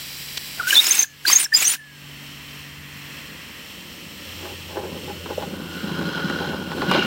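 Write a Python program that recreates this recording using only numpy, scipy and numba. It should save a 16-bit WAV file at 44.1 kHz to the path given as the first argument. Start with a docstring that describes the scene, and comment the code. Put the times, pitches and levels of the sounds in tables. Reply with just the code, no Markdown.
"""Open field, driver's seat of a miniature live-steam locomotive pulling away.
Blower steam, resonating noise, hisses up the chimney over the fire's harmonic hum.
Three wet spurts from a side pipe mix noise, drop chirps and gliding squeals; loud treble ducks the gain.
Then grains and noise drive the wheel and frame modes: rumble, flange grind, crushed grit, rail knocks."""
import sys
import numpy as np
from scipy import signal
from scipy.fft import rfft, irfft
from scipy.io import wavfile
from scipy.ndimage import uniform_filter1d
from numba import njit

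SR = 44100
rng = np.random.default_rng(int(sys.argv[2]) if len(sys.argv) > 2 else 0)


def log_audio(samples):
    """Write samples as a 16-bit WAV file to the path given in sys.argv[1]."""
    # one column per channel
    frames = np.atleast_2d(samples).T
    # limit to full scale, then quantise
    limited = np.clip(frames, -1, 1)
    pcm = np.round(limited * 32767).astype(np.int16)
    wavfile.write(sys.argv[1], SR, pcm)


N = 311327
T = np.arange(N) / SR

# steam spurts, levels before the jet's mix gains:
# fully_open_s, shut_s, first_level_db, last_level_db, first_chirp_hz, top_chirp_hz, ring_out_db
SPURT_ROWS = [(.697, 1.033, -28.5, -29.5, 3250, 7030, -33.5), (1.281, 1.451, -28, -34, 4450, 8500, -40),
              (1.548, 1.746, -31.5, -28.5, 6800, 8000, -24)]
# water slugs coughed out with the steam: start_s, length_s, level_db
SLUG_ROWS = [(0.574, 0.065, -38), (0.717, 0.065, -21.5), (.86, 0.027, -28), (1.266, 0.087, -28),
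             (1.611, .023, -23.5)]
# spectrum of the running roar and the steel clack: freq_hz, level_db
ROAR_SPECTRUM = [(300, 7.5), (550, 1.5), (670, 0), (830, 4.5), (1080, 5), (1250, -4), (1850, -21),
                 (2300, -8.5), (2600, -9), (4000, -8.5), (6000, -35), (9000, -35), (15000, -41)]


def undb(db):
    """Decibels to amplitude gain."""
    return 10 ** (np.asarray(db) / 20)


def unit(x):
    """Scale to rms 1."""
    return x / np.sqrt(np.mean(x ** 2))


def noise():
    """White Gaussian noise."""
    return rng.standard_normal(N)


def fader(rows):
    """Gain from (s, dB) rows; the last level holds 30 ms, silent outside."""
    time_s, level_db = np.transpose(rows)
    on = (T >= time_s[0]) & (T <= time_s[-1] + .03)
    return undb(np.interp(T, time_s, level_db)) * on


def walk(rate_hz):
    """Smooth random wander, rms 1: random steps averaged twice."""
    size = max(int(SR / rate_hz), 2)
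    steps = np.repeat(rng.standard_normal(N // size + 1), size)[:N]
    return unit(uniform_filter1d(uniform_filter1d(steps, size), size))


def colour(x, points):
    """Filter to (Hz, dB) points, falling away below the first; rms 1."""
    hz, db = np.transpose(points)
    f = np.maximum(np.fft.rfftfreq(N, 1 / SR), 1)
    skirt = np.minimum(f / hz[0], 1) ** 2
    gain = undb(np.interp(np.log(f), np.log(hz), db))
    return unit(irfft(rfft(x) * skirt * gain, N))


def band(x, lo_hz, hi_hz):
    """Third-order Butterworth band-pass."""
    return signal.sosfilt(signal.butter(3, [lo_hz, hi_hz], "band", fs=SR, output="sos"), x)


def in_band(x, lo_hz, hi_hz):
    """Scale so that one band has rms 1."""
    return x / np.std(band(x, lo_hz, hi_hz))


def ring(x, modes):
    """Sum of resonances (Hz, width Hz, dB) driven by x."""
    return sum(undb(db) * signal.lfilter(*signal.iirpeak(hz, hz / width_hz, fs=SR), x)
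               for hz, width_hz, db in modes)


def grains(rate_hz, scatter_db):
    """Dense random impacts of uneven size, rms 1."""
    hits = rng.random(N) < rate_hz / SR
    size = rng.standard_normal(N)
    spread_db = scatter_db * np.clip(rng.standard_normal(N), -2, 2)
    return unit(hits * size * undb(spread_db))


def swell(start_s, length_s, edge):
    """Rounded burst; edge is the share of its length spent rising, and again falling."""
    u = np.clip((T - start_s) / length_s, 0, 1)
    out, on = np.zeros(N), (u > 0) & (u < 1)
    nearest_end = np.minimum(u[on], 1 - u[on])
    out[on] = np.sin(np.pi / 2 * np.minimum(nearest_end / edge, 1))
    return out


def swells(rows, edge):
    """Summed gain of (start s, length s, dB) bursts."""
    return sum(undb(db) * swell(start_s, length_s, edge) for start_s, length_s, db in rows)


def strike(start_s, db, t60_s):
    """Gain of a blow: instant attack, exponential decay."""
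    decay_db = np.minimum(60 * np.maximum(T - start_s, 0) / t60_s, 200)
    return (T >= start_s) * undb(db - decay_db)


def glides(rows, wobble, flutter_db):
    """Short gliding sines, rising faster than they die, that shake in pitch and level."""
    out = np.zeros(N)
    shake = 1 + wobble * walk(500)
    flutter = undb(flutter_db * walk(400))
    for start_s, length_s, from_hz, to_hz, db in rows:
        at = np.arange(int(start_s * SR), int((start_s + length_s) * SR))
        u = np.linspace(0, 1, len(at))
        hz = (from_hz + (to_hz - from_hz) * u) * shake[at]
        shape = np.sin(np.pi * u ** .8) ** .7
        out[at] += undb(db) * shape * flutter[at] * np.sin(2 * np.pi * np.cumsum(hz) / SR)
    return out


def reflect(x, lag_ms, share):
    """Add a close reflection, which combs the treble."""
    return (x + share * np.interp(T - lag_ms / 1000, T, x)) / np.hypot(1, share)


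def flow(opens_s, shuts_s, first_db, last_db):
    """Strength of one spurt: quick rise, slow drift, quick cut."""
    open_db_per_s, shut_db_per_s = 850, 950
    opening_db = open_db_per_s * np.maximum(opens_s - T, 0)
    shutting_db = shut_db_per_s * np.maximum(T - shuts_s, 0)
    drift_db = np.interp(T, [opens_s, shuts_s], [first_db, last_db])
    return undb(drift_db - np.minimum(opening_db + shutting_db, 200))


def sputter(count, lo_hz, hi_hz):
    """Water drops in the jet chirp at random times and pitches."""
    when, pitch, length, bend, size = rng.random((count, 5)).T
    start_s = SPURT_ROWS[0][0] + when * (SPURT_ROWS[-1][1] - SPURT_ROWS[0][0])
    hz = lo_hz * (hi_hz / lo_hz) ** pitch
    end_hz = hz * (0.868 + 0.255 * bend)
    rows = np.transpose([start_s, 0.0036 + 0.017 * length, hz, end_hz, -9 * size])
    return glides(rows, wobble=0.019, flutter_db=1)


def jet():
    """Turbulent steam and water drops leave the pipe, scaled by the flow; slugs push it up."""
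    # freq_hz, level_db
    spectrum = [(120, -21.5), (340, -5), (480, -17.5), (750, -7), (1300, -7), (1750, 1), (3200, 0.5),
                (4500, -1), (6500, -1), (9000, -4.5), (11500, -6), (15500, -2)]
    slug_surge_db = 4
    surge_db = slug_surge_db * sum(swell(s, length_s, edge=.24) for s, length_s, _ in SLUG_ROWS)
    opening = sum(flow(*row[:4]) for row in SPURT_ROWS) * undb(surge_db + walk(35.07))
    spray = colour(noise() + 0.9 * grains(3000, 1.7), spectrum)
    spray = in_band(reflect(spray, .8 + .04 * walk(8), .2), 10500, 15500)
    gurgle = undb(17) * sputter(count=100, lo_hz=1950, hi_hz=3496)
    fizz = undb(11) * sputter(count=90, lo_hz=5730, hi_hz=9260)
    return opening * (undb(12 + 1.25 * walk(120)) * spray + gurgle + fizz)


def chirps(opens_s, shuts_s, first_hz, top_hz, count):
    """The jet hops between brief whistles, climbs, sinks, and drops to a low note after it shuts."""
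    # low falling note just after the pipe shuts: delay_s, length_s, start_hz, end_hz, level_db
    shut_note = (.007, .01, 1782, 1572, -13)
    climb_share, sink_share = .75, .8  # share of the spurt; share of the top pitch
    mean_length_s, mean_db, spread_db = .013, -8, 3.5
    pitch_scatter, pitch_bend = .16, .11  # log ratio; share of pitch
    when, pitch, length, bend, size = rng.uniform(-1, 1, (count, 5)).T
    share = (np.arange(count) + .5 + when / 2) / count
    path_hz = np.interp(share, [0, climb_share, 1], [first_hz, top_hz, top_hz * sink_share])
    hz = path_hz * np.exp(pitch_scatter * pitch)
    start_s = opens_s + share * (shuts_s - opens_s - mean_length_s / 2)
    length_s = mean_length_s * (1 + length / 2)
    hops = np.transpose([start_s, length_s, hz, hz * (1 + pitch_bend * bend), mean_db + spread_db * size])
    delay_s, *low_note = shut_note
    return [*hops, (shuts_s + delay_s, *low_note)]


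def squealing():
    """The wet jet locks briefly onto one whistle after another; engine and ground scatter a faint tail."""
    # timed whistles: start_s, length_s, start_hz, end_hz, level_db
    timed_notes = [(.595, 0.024, 1580, 1196, -20), (.626, 0.055, 1460, 1390, -26.5),
                   (.670, 0.037, 1500, 1587, -12), (.726, .013, 1620, 1664, 5),
                   (.754, 0.0037, 3920, 3970, 8.5), (.759, 0.038, 3524, 3610, 6.5),
                   (.787, .018, 3710, 3780, 8.5), (.852, .02, 5030, 5600, -5),
                   (.889, .011, 10140, 8350, -4), (.907, 0.017, 6360, 6300, 7),
                   (.946, 0.014, 8000, 8950, -4), (.988, 0.025, 6310, 6330, 2.5),
                   (1.023, .013, 5800, 7400, -0.5), (1.251, .01, 1620, 1630, -15),
                   (1.264, .026, 4040, 5150, -4.5), (1.281, 0.024, 4950, 4610, -0.5),
                   (1.299, 0.0071, 1020, 1270, -3.5), (1.326, 0.017, 6480, 6270, 8),
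                   (1.353, 0.026, 6440, 6520, 5.5), (1.393, 0.047, 9150, 8940, -5),
                   (1.441, 0.021, 5980, 5240, -6), (1.520, 0.026, 1740, 1870, -5.5),
                   (1.537, 0.028, 4920, 5000, 7.5), (1.564, 0.017, 7250, 7340, 1),
                   (1.642, .026, 5830, 5800, -3), (1.658, 0.028, 6340, 6230, 2),
                   (1.675, .022, 8850, 8250, -4), (1.696, 0.028, 9600, 9600, 0)]
    hops = [note for opens_s, shuts_s, _, _, first_hz, top_hz, _ in SPURT_ROWS
            for note in chirps(opens_s, shuts_s, first_hz, top_hz, count=13)]
    squeal = glides(timed_notes, wobble=0.013, flutter_db=2.5)
    squeal = squeal + glides(hops, wobble=0.012, flutter_db=3.5)
    tail = noise() * undb(-60 * T / 0.2)
    scatter = signal.fftconvolve(squeal, tail / np.linalg.norm(tail))[:N]
    return squeal + undb(-19) * scatter


def ring_outs():
    """After each spurt the shut pipe's note sinks and dies away."""
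    start_hz, sink_hz_per_s, t60_s, delay_s = 1770, 800, .48, .025
    out, waver = np.zeros(N), 1 + 0.0084 * walk(150)
    for _, shuts_s, *_, ring_db in SPURT_ROWS:
        start_s = shuts_s + delay_s
        hz = (start_hz - sink_hz_per_s * np.clip(T - start_s, 0, t60_s)) * waver
        fade_in = np.clip((T - start_s) / delay_s, 0, 1)
        out += strike(start_s, ring_db, t60_s) * fade_in * np.sin(2 * np.pi * np.cumsum(hz) / SR)
    return out


def slugs():
    """Water breaking up in the pipe mouth splutters as band-passed grains."""
    return unit(band(grains(2800, 2.6), 330, 2100)) * swells(SLUG_ROWS, edge=0.34)


def dry_spit():
    """A dry spit of steam: a short burst of coloured noise."""
    # start_s, length_s, level_db
    spit_rows = [(.371, 0.012, -22)]
    spectrum = [(300, -11), (1200, -11.5), (2600, 3), (5500, -2.5), (8300, -10), (9500, -20), (15000, -16)]
    return colour(noise(), spectrum) * swells(spit_rows, edge=.3)


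def shaken(db_at_ref, db_per_db):
    """Gain of a rolling sound that follows how hard the track shakes the engine."""
    # time_s, shake_db
    shake_rows = [(3.1, -50.5), (3.6, -47.5), (4.7, -45.5), (5.05, -35.5), (5.19, -45.5), (5.55, -34.5),
                  (5.8, -36), (5.92, -29.5), (6.33, -28.5), (6.7, -30.5), (6.95, -23.5), (7.06, -25)]
    ref_db = -28
    return undb(db_at_ref) * (fader(shake_rows) / undb(ref_db)) ** db_per_db


def rolling():
    """Rough rail, as dense grains, shakes the frame and rings the wheel modes."""
    # freq_hz, level_db
    rumble_spectrum = [(40, -47), (75, -13), (110, -16), (170, 6.5), (220, 0.5), (330, -1.5), (420, -9),
                       (560, -5), (680, -32), (1200, -29), (3000, -42)]
    # freq_hz, width_hz, level_db
    wheel_modes = [(802, 39, -13), (1455, 59, 2.5), (1500, 69, -13), (2900, 120, -28), (3160, 160, -8.5),
                   (3990, 170, -14), (4990, 84, -18)]
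    # time_s, level_db
    wheel_level = [(5.0, -59), (5.47, -50.5), (5.75, -41), (5.97, -33.5), (6.45, -32), (6.65, -41),
                   (6.85, -34.5), (6.95, -24.5), (7.06, -26.5)]
    rough = undb(0.78 * walk(60))
    rumble = in_band(colour(grains(1500, 2.5), rumble_spectrum), 130, 320)
    rumble = rumble * shaken(db_at_ref=-29.5, db_per_db=0.99) * undb(1.6 * walk(28))
    wheels = in_band(band(ring(grains(4000, 2), wheel_modes), 650, 6000), 1350, 1600)
    roar = in_band(colour(grains(2500, 2.7), ROAR_SPECTRUM), 650, 1250)
    roar = roar * shaken(db_at_ref=-39.5, db_per_db=1.44) * undb(walk(22))
    return rough * (rumble + wheels * fader(wheel_level) + roar)


def flange():
    """The flange sticks and slips on the rail: one wheel mode sings over a broad scrape."""
    # start_s, length_s, level_db
    rub_rows = [(5.55, 1.36, -44.5), (6.865, 0.22, -25.5)]
    singing = grains(4000, 2.3)
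    for _ in range(2):
        singing = ring(singing, [(2830, 170, 0)])
    scrape_modes = [(2160, 200, 5), (2330, 160, 2), (3750, 230, 3), (4630, 310, -25)]
    scrape = ring(band(grains(1800, 3), 1800, 5800), scrape_modes)
    return (unit(singing) + undb(-4.5) * unit(scrape)) * swells(rub_rows, edge=.4)


def grit_and_knocks():
    """Crushed grit and sharp blows ring the frame; steel on steel adds a clack and a bright crack."""
    # grit under the wheels: start_s, length_s, level_db
    crunch_rows = [(4.39, .17, -36), (4.682, 0.083, -34.5), (4.752, .054, -23), (4.8, 0.079, -28.5),
                   (4.857, 0.14, -35.5), (5.07, 0.051, -31), (5.281, 0.059, -26.5), (5.37, 0.077, -31),
                   (6.396, 0.062, -25), (6.47, 0.1, -28.5), (6.93, 0.075, -21)]
    # wheels and couplings: start_s, blow_db, crack_db
    knock_rows = [(4.454, -25, -33), (5.259, -18, -31), (5.424, -14.5, -32), (6.013, -18, -29),
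                  (6.299, -22, -20.5), (6.717, -16, -25), (6.774, -18.5, -42), (6.818, -9, -18.5),
                  (6.914, -3, -10.5), (6.95, -5, -20)]
    # freq_hz, width_hz, level_db
    frame_modes = [(387, 60, 10), (534, 160, 4), (818, 40, 9.5), (1000, 81, -2), (1570, 410, 4)]
    # freq_hz, level_db
    crack_spectrum = [(400, -23), (1000, 12), (1600, 10.5), (2500, -6), (4000, -3), (6500, -14.5),
                      (9000, -36), (15000, -40)]
    knock_t60_s, crack_t60_s, clack_db = 0.11, 0.033, -14
    crush = swells(crunch_rows, edge=0.31) * undb(1.3 * walk(70))
    grit = grains(2500, 3.7)
    frame_gain = 1 / np.std(ring(grit, frame_modes))
    blows = sum(strike(s, db, knock_t60_s) for s, db, _ in knock_rows)
    drive = grit * crush + undb(-10.5) * noise() * blows
    frame = frame_gain * ring(drive, frame_modes)
    clack = colour(noise(), ROAR_SPECTRUM) * blows * undb(clack_db)
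    cracks = sum(strike(s, db, crack_t60_s) for s, _, db in knock_rows)
    return band(frame, 290, 1150) + clack + colour(noise(), crack_spectrum) * cracks


def frame_bumps():
    """Hollow frame bumps: low tones of a few cycles that sag in pitch."""
    # start_s, start_hz, level_db
    bump_rows = [(5.378, 580, -17.5), (5.831, 230, -21.5), (6.24, 237, -20), (6.297, 300, -26)]
    start_cycles, sag = 5.5, 0.72  # length in cycles of the start pitch; end/start pitch
    notes = [(s, start_cycles / hz, hz, hz * sag, db) for s, hz, db in bump_rows]
    return band(glides(notes, wobble=0.071, flutter_db=3), 134, 1200)


def grumble():
    """A wheel grumbles along a rough stretch of rail as low band-passed grains."""
    return undb(-42.5) * unit(band(grains(1500, 3.1), 270, 565)) * swell(4.68, 1.0, edge=.2)


def steady_steam():
    """Blower noise rings the chimney beside a leaking valve; the boiler top mirrors both as the rider sways."""
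    # freq_hz, level_db
    blower_spectrum, leak_spectrum = [(240, -41), (400, -11), (606, -10.5), (740, -14), (1290, -7.5),
                                      (1550, -14.5), (1860, -4.5), (2380, -10.5), (3090, -3.5), (3660, -12),
                                      (5380, -15.5), (8280, -20.5), (9510, -23.5), (14400, -21),
                                      (15800, -18)], [(350, -12), (700, -17), (1200, -21), (2000, -2.5),
                                                      (2700, -2), (4500, 1), (5500, 0), (6600, -12),
                                                      (7400, -3), (8400, -4.5), (8900, -14.5),
                                                      (10000, -9.5), (13000, -6.5), (15500, -5.5)]
    # freq_hz, width_hz, level_db
    chimney_modes = [(2714, 174, 4), (3240, 950, -7.5), (4254, 200, 4), (5440, 510, 2.5), (7500, 330, 2.5),
                     (8260, 290, 2.5), (13500, 660, 4.5), (14800, 400, -7)]
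    # time_s, level_db; the draught is the hollow sound while the engine starts
    blower_level, leak_level, draught_level = [(0, -41), (2.1, -41.5), (3.3, -41.5), (4.1, -38.5),
                                               (5.5, -39.5), (7.06, -41)], [(0, -34), (.3, -35), (.5, -34),
                                                                     (1.1, -42), (1.7, -55), (2.0, -56),
                                                                     (2.3, -87)], [(0, -47.5),
                                                                                         (2.0, -48.5),
                                                                                         (3.4, -43.5),
                                                                                         (4.0, -51.5),
                                                                                         (5.0, -63)]
    blower = colour(noise(), blower_spectrum)
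    blower = blower + ring(blower, chimney_modes)
    blower = unit(reflect(blower, 1.3 + .04 * walk(1.2), .17))
    draught_modes = [(1094, 460, -5.5), (1895, 530, 2), (2480, 490, -6)]
    draught = unit(ring(band(noise(), 900, 2960), draught_modes))
    leak = reflect(colour(noise(), leak_spectrum), 1.245 + .005 * walk(3), .35)
    hiss = blower * fader(blower_level) * undb(1.43 * walk(7.7)) + draught * fader(draught_level)
    return hiss + leak * fader(leak_level) * undb(.5 * walk(33))


def running_drone():
    """The running gear drones on a wavering tone and its octave, with a low noise shudder."""
    # time_s, level_db (before the mix gains)
    drone_level = [(4.0, -59), (4.31, -44.5), (5.43, -41.5), (5.46, -46.5), (6.52, -43.5), (7.06, -45)]
    pitch_hz = 87
    turn = 2 * np.pi * np.cumsum(pitch_hz * (1 + 0.007 * walk(20.6))) / SR
    tone = (np.sin(turn) + undb(-17) * np.sin(2 * turn)) * undb(walk(25))
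    shudder = unit(band(noise(), 73, 132))
    return (undb(2.5) * tone + undb(-10.5) * shudder) * fader(drone_level)


def fire_hum():
    """Fire in the flues hums on upper harmonics of one wavering pitch."""
    # time_s, level_db (before the mix gain)
    hum_level = [(0, -44.5), (1.15, -44), (1.8, -38.5), (3.13, -40), (3.4, -53), (3.9, -70)]
    # harmonic_number, level_db
    partials = [(3, 0), (4, -16), (5, -11.5), (6, -9)]
    base_hz = 48
    turn = 2 * np.pi * np.cumsum(base_hz * (1 + 0.0036 * walk(7.86))) / SR
    hum = sum(undb(db + walk(8.7)) * np.sin(k * turn) for k, db in partials)
    return undb(-3) * hum * fader(hum_level)


def flames():
    """Steady low flame noise."""
    # freq_hz, level_db
    spectrum = [(25, -18), (50, -10.5), (78, 0.5), (110, -7), (190, -4.5), (300, -10.5), (450, -13),
                (800, -29.5)]
    return undb(-48) * colour(noise(), spectrum)


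def scene():
    """Everything on the engine, in open air."""
    spurts = jet() + squealing() + ring_outs() + slugs() + dry_spit()
    track = rolling() + flange() + grit_and_knocks() + frame_bumps() + grumble()
    background = steady_steam() + running_drone() + fire_hum() + flames()
    return (spurts + track + background)[None, :]


@njit
def follow(want, attack, release):
    """Rise quickly towards the wanted cut, sink back at a steady rate."""
    out, cut = np.empty(len(want)), 0.
    for i in range(len(want)):
        if want[i] > cut:
            cut = cut + (want[i] - cut) * attack
        else:
            cut = max(cut - release, want[i])
        out[i] = cut
    return out


def gain_control(x, threshold_db, depth_db, attack_s, release_db_per_s):
    """Loud treble turns the gain down, by no more than the depth."""
    treble = signal.sosfilt(signal.butter(2, 3500, "high", fs=SR, output="sos"), x)
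    power = np.abs(uniform_filter1d(treble ** 2, size=220))  # 5 ms mean
    level_db = 10 * np.log10(power + 1e-12)
    want_db = np.clip(level_db - threshold_db, 0, depth_db)
    return x * undb(-follow(want_db, 1 / (attack_s * SR), release_db_per_s / SR))


def record(dry):
    """Microphone chain: automatic gain, clipping just under full scale, steep treble cut."""
    top_hz = 15850
    held = gain_control(dry[0], threshold_db=-26, depth_db=13, attack_s=0.0032, release_db_per_s=37)
    clipped = np.clip(held, -.88, .88)
    return signal.sosfilt(signal.ellip(12, .2, 80, top_hz, fs=SR, output="sos"), clipped)[None, :]


dry = scene()
out = record(dry)
log_audio(out)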